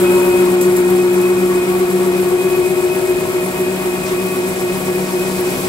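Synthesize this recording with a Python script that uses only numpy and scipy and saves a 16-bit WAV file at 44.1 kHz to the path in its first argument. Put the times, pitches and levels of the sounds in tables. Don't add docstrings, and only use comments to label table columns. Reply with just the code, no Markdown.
import sys
import numpy as np
from scipy import signal
from scipy.fft import rfft, irfft
from scipy.io import wavfile
from scipy.ndimage import uniform_filter1d

SR = 44100
rng = np.random.default_rng(int(sys.argv[2]) if len(sys.argv) > 2 else 0)


def store_wav(level_fs):
    pcm = np.round(np.clip(np.atleast_2d(level_fs), -1, 1) * 32767)
    wavfile.write(sys.argv[1], SR, pcm.T.astype(np.int16))


N = 250488
T = np.arange(N) / SR
HZ = np.maximum(np.fft.rfftfreq(N, 1 / SR), 1)
CYCLES_PER_S, TEETH = 3.9094, 16


def from_db(db):
    return 10 ** (np.asarray(db) / 20)


def rms_one(x):
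    return x / np.sqrt(np.mean(x ** 2) + 1e-20)


def in_time(rows):
    return np.interp(T, *np.transpose(rows))


def at_hz(points, hz):
    f, value = np.transpose(points)
    return np.interp(np.log(hz), np.log(f), value)


def drift(rate):
    step, warm_up = 40, 4000
    r = np.exp(-2 * np.pi * rate * step / SR)
    noise = rng.standard_normal(N // step + warm_up + 2)
    slow = signal.lfilter([1], [1, -2 * r, r * r], noise)[warm_up:]
    return np.interp(np.arange(N) / step, np.arange(len(slow)), rms_one(slow))


def pan(db):
    return from_db(np.array([[.5], [-.5]]) * db)


def spread(x, lead_ms):
    shift = np.exp(1j * np.pi * HZ * lead_ms / 1000 * np.array([[1], [-1]]))
    return irfft(rfft(x) * shift, N)


def resonate(x, hz, width_hz):
    r = np.exp(-np.pi * 1.5 * width_hz / SR)
    stage = [1 - r, 0, r - 1, 1, -2 * r * np.cos(2 * np.pi * hz / SR), r * r]
    return rms_one(signal.sosfilt([stage, stage], x))


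def swell(cycle, crest, depth_db, count):
    return from_db(depth_db * np.cos(2 * np.pi * count * (cycle - crest)))


# (time [s], level [dB], left over right [dB])
MAIN_HUM_PATH = [(0.0, -12, 1), (1.15, -12.5, 2), (1.7, -16, -0.5), (2.15, -15.5, 2.5), (2.7, -16.5, 4),
                 (3.1, -19.5, 1.5), (3.5, -23.5, -1), (5.68, -22, 0)]
SIDE_TONE_ORDERS = (90, 91, 93, 94, 98, 100)
# (level at drive [dB], level at reel [dB], delay at drive [ms], kick after stroke [s])
SIDE_TONES = [(-38, -45, 0, .03), (-45, -42, 0, .025), (-35, -29, -2.3, .033), (-31.5, -34, -.3, .018),
              (-40, -38.5, 0, .032), (-41, -37.5, 0, .021)]


def main_hum(angle, way, main_order=92, main_delay_ms=0.19):
    times, hum_db, pan_db = np.transpose(MAIN_HUM_PATH)
    angle_per_ms = 2 * np.pi * CYCLES_PER_S / 1000 * (1 - way)
    hum = from_db(np.interp(T, times, hum_db)) * np.cos(main_order * (angle - main_delay_ms * angle_per_ms))
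    for order, (drive_db, reel_db, delay_ms, kick_s) in zip(SIDE_TONE_ORDERS, SIDE_TONES):
        since_kick = angle - 2 * np.pi * CYCLES_PER_S * kick_s
        phase = main_order * (angle - delay_ms * angle_per_ms) + (order - main_order) * since_kick
        level_db = drive_db + (reel_db - drive_db) * way + .9 * drift(3)
        hum += from_db(level_db) * np.cos(phase)
    return hum * pan(np.interp(T, times, pan_db))


TOOTH_TONES = (3, 4, 6, 9, 11, 12, 15)
# (level at drive [dB], level at reel [dB], time [s], dip or rise [dB], half length [s])
HALL_SPOTS = [(-22, -26.5, 2.95, -29, 0.21), (-33, -37.5, 2.2, -9.5, 0.52), (-25.5, -27.5, 2.6, 7.5, 0.68),
              (-41, -44.5, 0.11, 13, 0.19), (-48.5, -42, 2.13, 8.5, 0.72), (-37.5, -52, 2.2, 5, .6),
              (-43.5, -45, 0.12, 13, 0.27)]
# (time [s], level [dB])
DRONE_LEVELS = [(0, -37), (1.25, -37.5), (1.85, -58), (2.25, -46), (2.6, -34), (3.25, -32), (3.9, -34.5),
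                (5.68, -36)]


def tooth_hum(angle, way, drone_harmonic=10, waver_db=1.76):
    hum = from_db(in_time(DRONE_LEVELS)) * np.cos(drone_harmonic * TEETH * angle)
    late_s = np.array([[.18], [-.18]])
    for harmonic, (drive_db, reel_db, spot_s, change_db, half_s) in zip(TOOTH_TONES, HALL_SPOTS):
        spot_db = change_db / (1 + ((T - spot_s - late_s) / half_s) ** 2)
        level_db = drive_db + (reel_db - drive_db) * way + spot_db + waver_db * drift(3.7)
        hum = hum + from_db(level_db) * np.cos(harmonic * TEETH * angle)
    return hum * pan(3)


# (order [vibrations per cycle], level at drive [dB], level at reel [dB])
GEAR_TONES = [(11, -58, -57), (28, -48, -46), (32, -47, -48), (38, -49, -52), (39, -46, -41),
              (46, -39, -41.5), (47, -46, -42), (49, -46, -44), (50, -44, -44), (67, -44, -42),
              (74, -44, -46), (80, -44, -50), (86, -43, -46), (106, -44, -44), (112, -39, -46),
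              (123, -52, -42), (141, -48, -45), (128, -40, -40.5), (184, -48, -55), (224, -42, -54),
              (232, -48, -45), (272, -38, -49), (336, -44, -46), (366, -45, -51), (384, -45, -51),
              (432, -50, -50)]
# (frequency [Hz], left over right [dB])
DRIVE_BALANCE = [(150, 4.5), (360, 9.5), (560, -3), (625, 13.5), (700, 29), (930, 3), (1300, 9), (1500, 2),
                 (2200, 1.5)]


def drive(cycle, way, trim_db=-1.46):
    angle = 2 * np.pi * cycle
    hum = main_hum(angle, way) + tooth_hum(angle, way)
    for order, drive_db, reel_db in GEAR_TONES:
        level_db = drive_db + (reel_db - drive_db) * way + trim_db + 2.2 * drift(1.2)
        tone = from_db(level_db) * np.cos(order * angle + rng.uniform(0, 2 * np.pi))
        hum += tone * pan(at_hz(DRIVE_BALANCE, order * CYCLES_PER_S))
    return spread(np.sqrt(2) * hum, lead_ms=0.21)


# (pitch [Hz], width [Hz], level at drive [dB], level at reel [dB])
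FRAME_NOTES = [(493.4, 24, -57, -38), (573, 31, -34.5, -47.5), (613, 50, -46, -44), (751.6, 17, -40, -50.5),
               (792, 78, -48.5, -41.5), (878, 38, -34, -43), (930, 35, -39, -41), (1087, 50, -34.5, -40.5),
               (1303, 54, -35.5, -46), (1456, 60, -34.5, -43.5), (1695, 26, -41, -46),
               (1873, 24, -42, -42.5), (2180, 137, -37.5, -38)]


def frame_rattle(cycle, way, tooth_db=10, hall_share=0.74):
    push = swell(cycle, 0, tooth_db, count=TEETH) * rng.standard_normal(N)
    force = spread(rms_one(push), lead_ms=0.18) + hall_share * rng.standard_normal((2, N))
    rattle = 0
    for hz, width_hz, drive_db, reel_db in FRAME_NOTES:
        gain = from_db(drive_db + (reel_db - drive_db) * way)
        rattle += gain * resonate(force, hz, width_hz) * pan(at_hz(DRIVE_BALANCE, hz))
    return rattle * swell(cycle, 0.42, 1.0, count=2)


# (time [s], level [dB])
RING_LEVELS = [(0, -41.5), (.45, -40.5), (.85, -46), (1.35, -42), (1.8, -35.5), (2.05, -40.5), (2.5, -35.5),
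               (3.05, -56), (3.5, -41), (4.0, -40), (5.68, -40)]


def metal_ring(cycle, harmonic=18, pulse_db=3.5, rough=0.79):
    tone = np.sqrt(2) * np.cos(2 * np.pi * harmonic * TEETH * cycle)
    blur = resonate(rng.standard_normal((2, N)), harmonic * TEETH * CYCLES_PER_S, width_hz=24)
    ring = rms_one(spread(tone, lead_ms=0.13) + rough * blur)
    return from_db(in_time(RING_LEVELS)) * swell(cycle, 0.84, pulse_db, count=1) * ring * pan(5)


# (frequency [Hz], relative level [dB])
HALL_COLOUR = [(22, -24), (32, -30), (42, -12.5), (60, -21.5), (90, -14.5), (130, -13.5), (175, -6.5),
               (230, -12), (350, -2.5), (560, -9.5), (1000, -14), (1600, -15), (3200, -17), (6000, -27.5)]
# (frequency [Hz], likeness [-1 to 1])
HALL_LIKENESS = [(40, .92), (130, .87), (300, .85), (550, .62), (900, .3), (1600, -.2), (2400, -.15),
                 (3200, -.1), (6000, 0)]
# (frequency [Hz], left over right [dB])
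HALL_BALANCE = [(60, 0), (300, 1), (550, 2), (800, 5), (1400, 3.5), (2500, 1.5), (5000, -1)]


def hall(rumble_db, clatter_db, split_hz=300):
    shared, opposite = rfft(rng.standard_normal((2, N)))
    alike = at_hz(HALL_LIKENESS, HZ)
    spectrum = np.sqrt(1 + alike) * shared + np.sqrt(1 - alike) * opposite * [[1], [-1]]
    spectrum *= pan(at_hz(HALL_BALANCE, HZ)) * from_db(at_hz(HALL_COLOUR, HZ))
    spectrum /= (1 + (14 / HZ) ** 4) * (1 + (HZ / 7500) ** 4)
    whole = rms_one(irfft(spectrum, N))
    bass = irfft(rfft(whole) / (1 + (HZ / split_hz) ** 4), N)
    return bass * from_db(rumble_db) + (whole - bass) * from_db(clatter_db)


# (count [per cycle], peak position [cycles], depth [dB])
TENSION_SWINGS = [(1, .56, .5), (2, .385, .8), (3, .28, .22), (4, .15, .18)]


def paper_pulls(cycle):
    swings = [swell(cycle, crest, depth_db, count) for count, crest, depth_db in TENSION_SWINGS]
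    return np.prod(swings, axis=0)


# (time [s], level [dB])
HISS_LEVELS = [(0.0, -27.5), (0.9, -31), (3.1, -31), (5.2, -30.5), (5.68, -27.5)]
# (frequency [Hz], relative level [dB])
PAPER_COLOUR = [(2000, -20), (3300, -12), (4100, -9), (5200, -13.5), (6500, -7.5), (8200, .6), (11400, -.6),
                (12600, -4), (15500, -6.5)]
PAPER_LEAD_MS = -.26


def paper_hiss(cycle, hiss_db, trim_db=0.6, grain_db=1.4, split_hz=9700):
    gain = paper_pulls(cycle) * from_db(hiss_db + trim_db + .35 * drift(14))
    rub = rms_one(rng.standard_normal(N) * from_db(grain_db * drift(310)))
    stereo = spread(rub, PAPER_LEAD_MS) + .33 * rng.standard_normal((2, N))
    colour = from_db(at_hz(PAPER_COLOUR, HZ)) / (1 + (2000 / HZ) ** 4)
    hiss = rms_one(irfft(rfft(stereo) * colour, N))
    lower = irfft(rfft(hiss) / (1 + (HZ / split_hz) ** 16), N)
    rustle = lower * from_db(.7 * drift(25)) + (hiss - lower) * from_db(1.1 * drift(20))
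    return gain * rustle * pan(-0.12)


# (time [s], level [dB])
WHINE_LEVELS = [(0, -43.5), (.3, -35), (.75, -43), (1.25, -40), (1.95, -46), (2.5, -38.5), (3.1, -42.5),
                (4.3, -39.5), (5.68, -38)]
# (middle time [s], level [dB], length [s], pitch [Hz])
BEARING_CHIRPS = [(0.065, -26.5, 0.035, 2524), (0.118, -27.5, 0.036, 2532), (0.17, -28, 0.037, 2532),
                  (0.235, -28.5, 0.02, 2508), (.375, -26.5, .06, 2526), (0.623, -34, 0.052, 2480),
                  (0.876, -35, 0.065, 2485), (1.0, -31.5, 0.055, 2512), (1.133, -34.5, 0.047, 2510),
                  (1.25, -30.5, 0.072, 2523), (1.387, -32.5, 0.036, 2515), (1.618, -33.5, .1, 2504),
                  (2.162, -32, 0.04, 2480), (2.419, -31, .05, 2500), (2.49, -32.5, 0.039, 2510),
                  (2.55, -29, 0.029, 2510), (2.671, -30.5, 0.065, 2512), (2.81, -34, 0.069, 2490),
                  (2.93, -29.5, 0.064, 2524), (3.09, -33, 0.042, 2508), (3.182, -32.5, 0.067, 2505),
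                  (3.413, -31.5, 0.051, 2500), (3.576, -34, 0.051, 2533), (3.68, -33, 0.054, 2515),
                  (3.801, -34, 0.044, 2520), (3.943, -34, .06, 2505), (4.05, -31.5, .04, 2520),
                  (4.198, -31.5, 0.059, 2500), (4.315, -33.5, .08, 2540), (4.711, -31.5, .05, 2510),
                  (4.88, -35, 0.035, 2500), (4.959, -35, 0.024, 2500), (5.226, -35, .06, 2505),
                  (5.48, -35, 0.043, 2508)]


def bearing(cycle, way, whine_hz=2515, trim_db=-1.0, tooth_db=4, rough=0.59):
    power = from_db(in_time(WHINE_LEVELS)) ** 2
    weighted_hz = power * whine_hz
    for middle_s, db, length_s, hz in BEARING_CHIRPS:
        chirp = from_db(db) ** 2 * .5 ** np.minimum((2 * (T - middle_s) / length_s) ** 2, 20)
        power += chirp
        weighted_hz += chirp * hz
    pitch_hz = weighted_hz / power + 10 * drift(30)
    tone = np.sqrt(2) * np.sin(2 * np.pi * np.cumsum(pitch_hz) / SR)
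    tone *= swell(cycle, 0, tooth_db, count=TEETH)
    blur = resonate(rng.standard_normal((2, N)), whine_hz, width_hz=45)
    whine = from_db(trim_db) * np.sqrt(power) * rms_one(spread(tone, lead_ms=.11) + rough * blur)
    noise = resonate(rng.standard_normal((2, N)), hz=2465, width_hz=70)
    noise *= from_db(-38.5 - 3 * way) * swell(cycle, 0.25, 0.98, count=2)
    return (whine + noise) * pan(3.4)


def burst(start_s, db, decay_s):
    return from_db(db) * (T >= start_s) * np.exp(-np.maximum(T - start_s, 0) / decay_s)


# (time [s], level before smoothing [dB], decay [s], centre [Hz], width [Hz])
PAPER_CATCHES = [(.611, -17.5, .013, 10000, 10000), (.627, -29, .025, 8000, 3000),
                 (.653, -25, .002, 5500, 3000), (.762, -21, .02, 10000, 10000),
                 (4.086, -28, .01, 2500, 1200), (4.113, -29, .012, 1900, 900), (1.9, -31, .03, 9500, 4000),
                 (3.44, -30, .025, 9500, 4000), (4.471, -27, .025, 9500, 3000)]


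def paper_ticks(crackle_db=2):
    crackle = rng.standard_normal(N) * from_db(crackle_db * drift(900))
    stereo = spread(crackle, PAPER_LEAD_MS) + .4 * rng.standard_normal((2, N))
    return sum(uniform_filter1d(burst(s, db, decay_s), size=300) * resonate(stereo, hz, width_hz)
               for s, db, decay_s, hz, width_hz in PAPER_CATCHES)


# (time [s], level relative to its hiss [dB], decay [s])
REEL_SCRAPES = [(4.06, 5, 0.024)]


def reel(cycle, far_db=-41.5, near_db=-33.5, halfway_s=5.07, rise_s=0.99):
    nearness = .5 + .5 * np.tanh((T - halfway_s) / rise_s)
    level_db = far_db + (near_db - far_db) * nearness + .7 * drift(18)
    rub = rng.standard_normal((2, N)) + .81 * rng.standard_normal(N)
    hiss = resonate(rub, hz=4900, width_hz=2600)
    scrape = sum(burst(*row) for row in REEL_SCRAPES)
    return from_db(level_db) * (1 + scrape) * paper_pulls(cycle) * hiss * pan(-4)


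# (time [s], way along the machine [0 = drive, 1 = reel])
MICROPHONE_WALK = [(0, 0.097), (.6, 0.39), (1.6, 0.63), (3.1, 0.9), (5.68, 1)]


def scene(first_stroke_s=.039):
    cycle = CYCLES_PER_S * (T - first_stroke_s) + 0.00062 * drift(2.13)
    way = in_time(MICROPHONE_WALK)
    hiss_db = in_time(HISS_LEVELS)
    swing_db = hiss_db - hiss_db.mean()
    rumble_db = -21.5 + swing_db
    clatter_db = -28 + .91 * swing_db + .8 * drift(25)
    machine = drive(cycle, way) + frame_rattle(cycle, way) + metal_ring(cycle) + bearing(cycle, way)
    paper = paper_ticks() + paper_hiss(cycle, hiss_db) + reel(cycle)
    return machine + paper + hall(rumble_db, clatter_db)


def record(dry):
    return signal.sosfilt(signal.ellip(12, .1, 90, 15700, fs=SR, output="sos"), dry)


dry = scene()
out = record(dry)
store_wav(out)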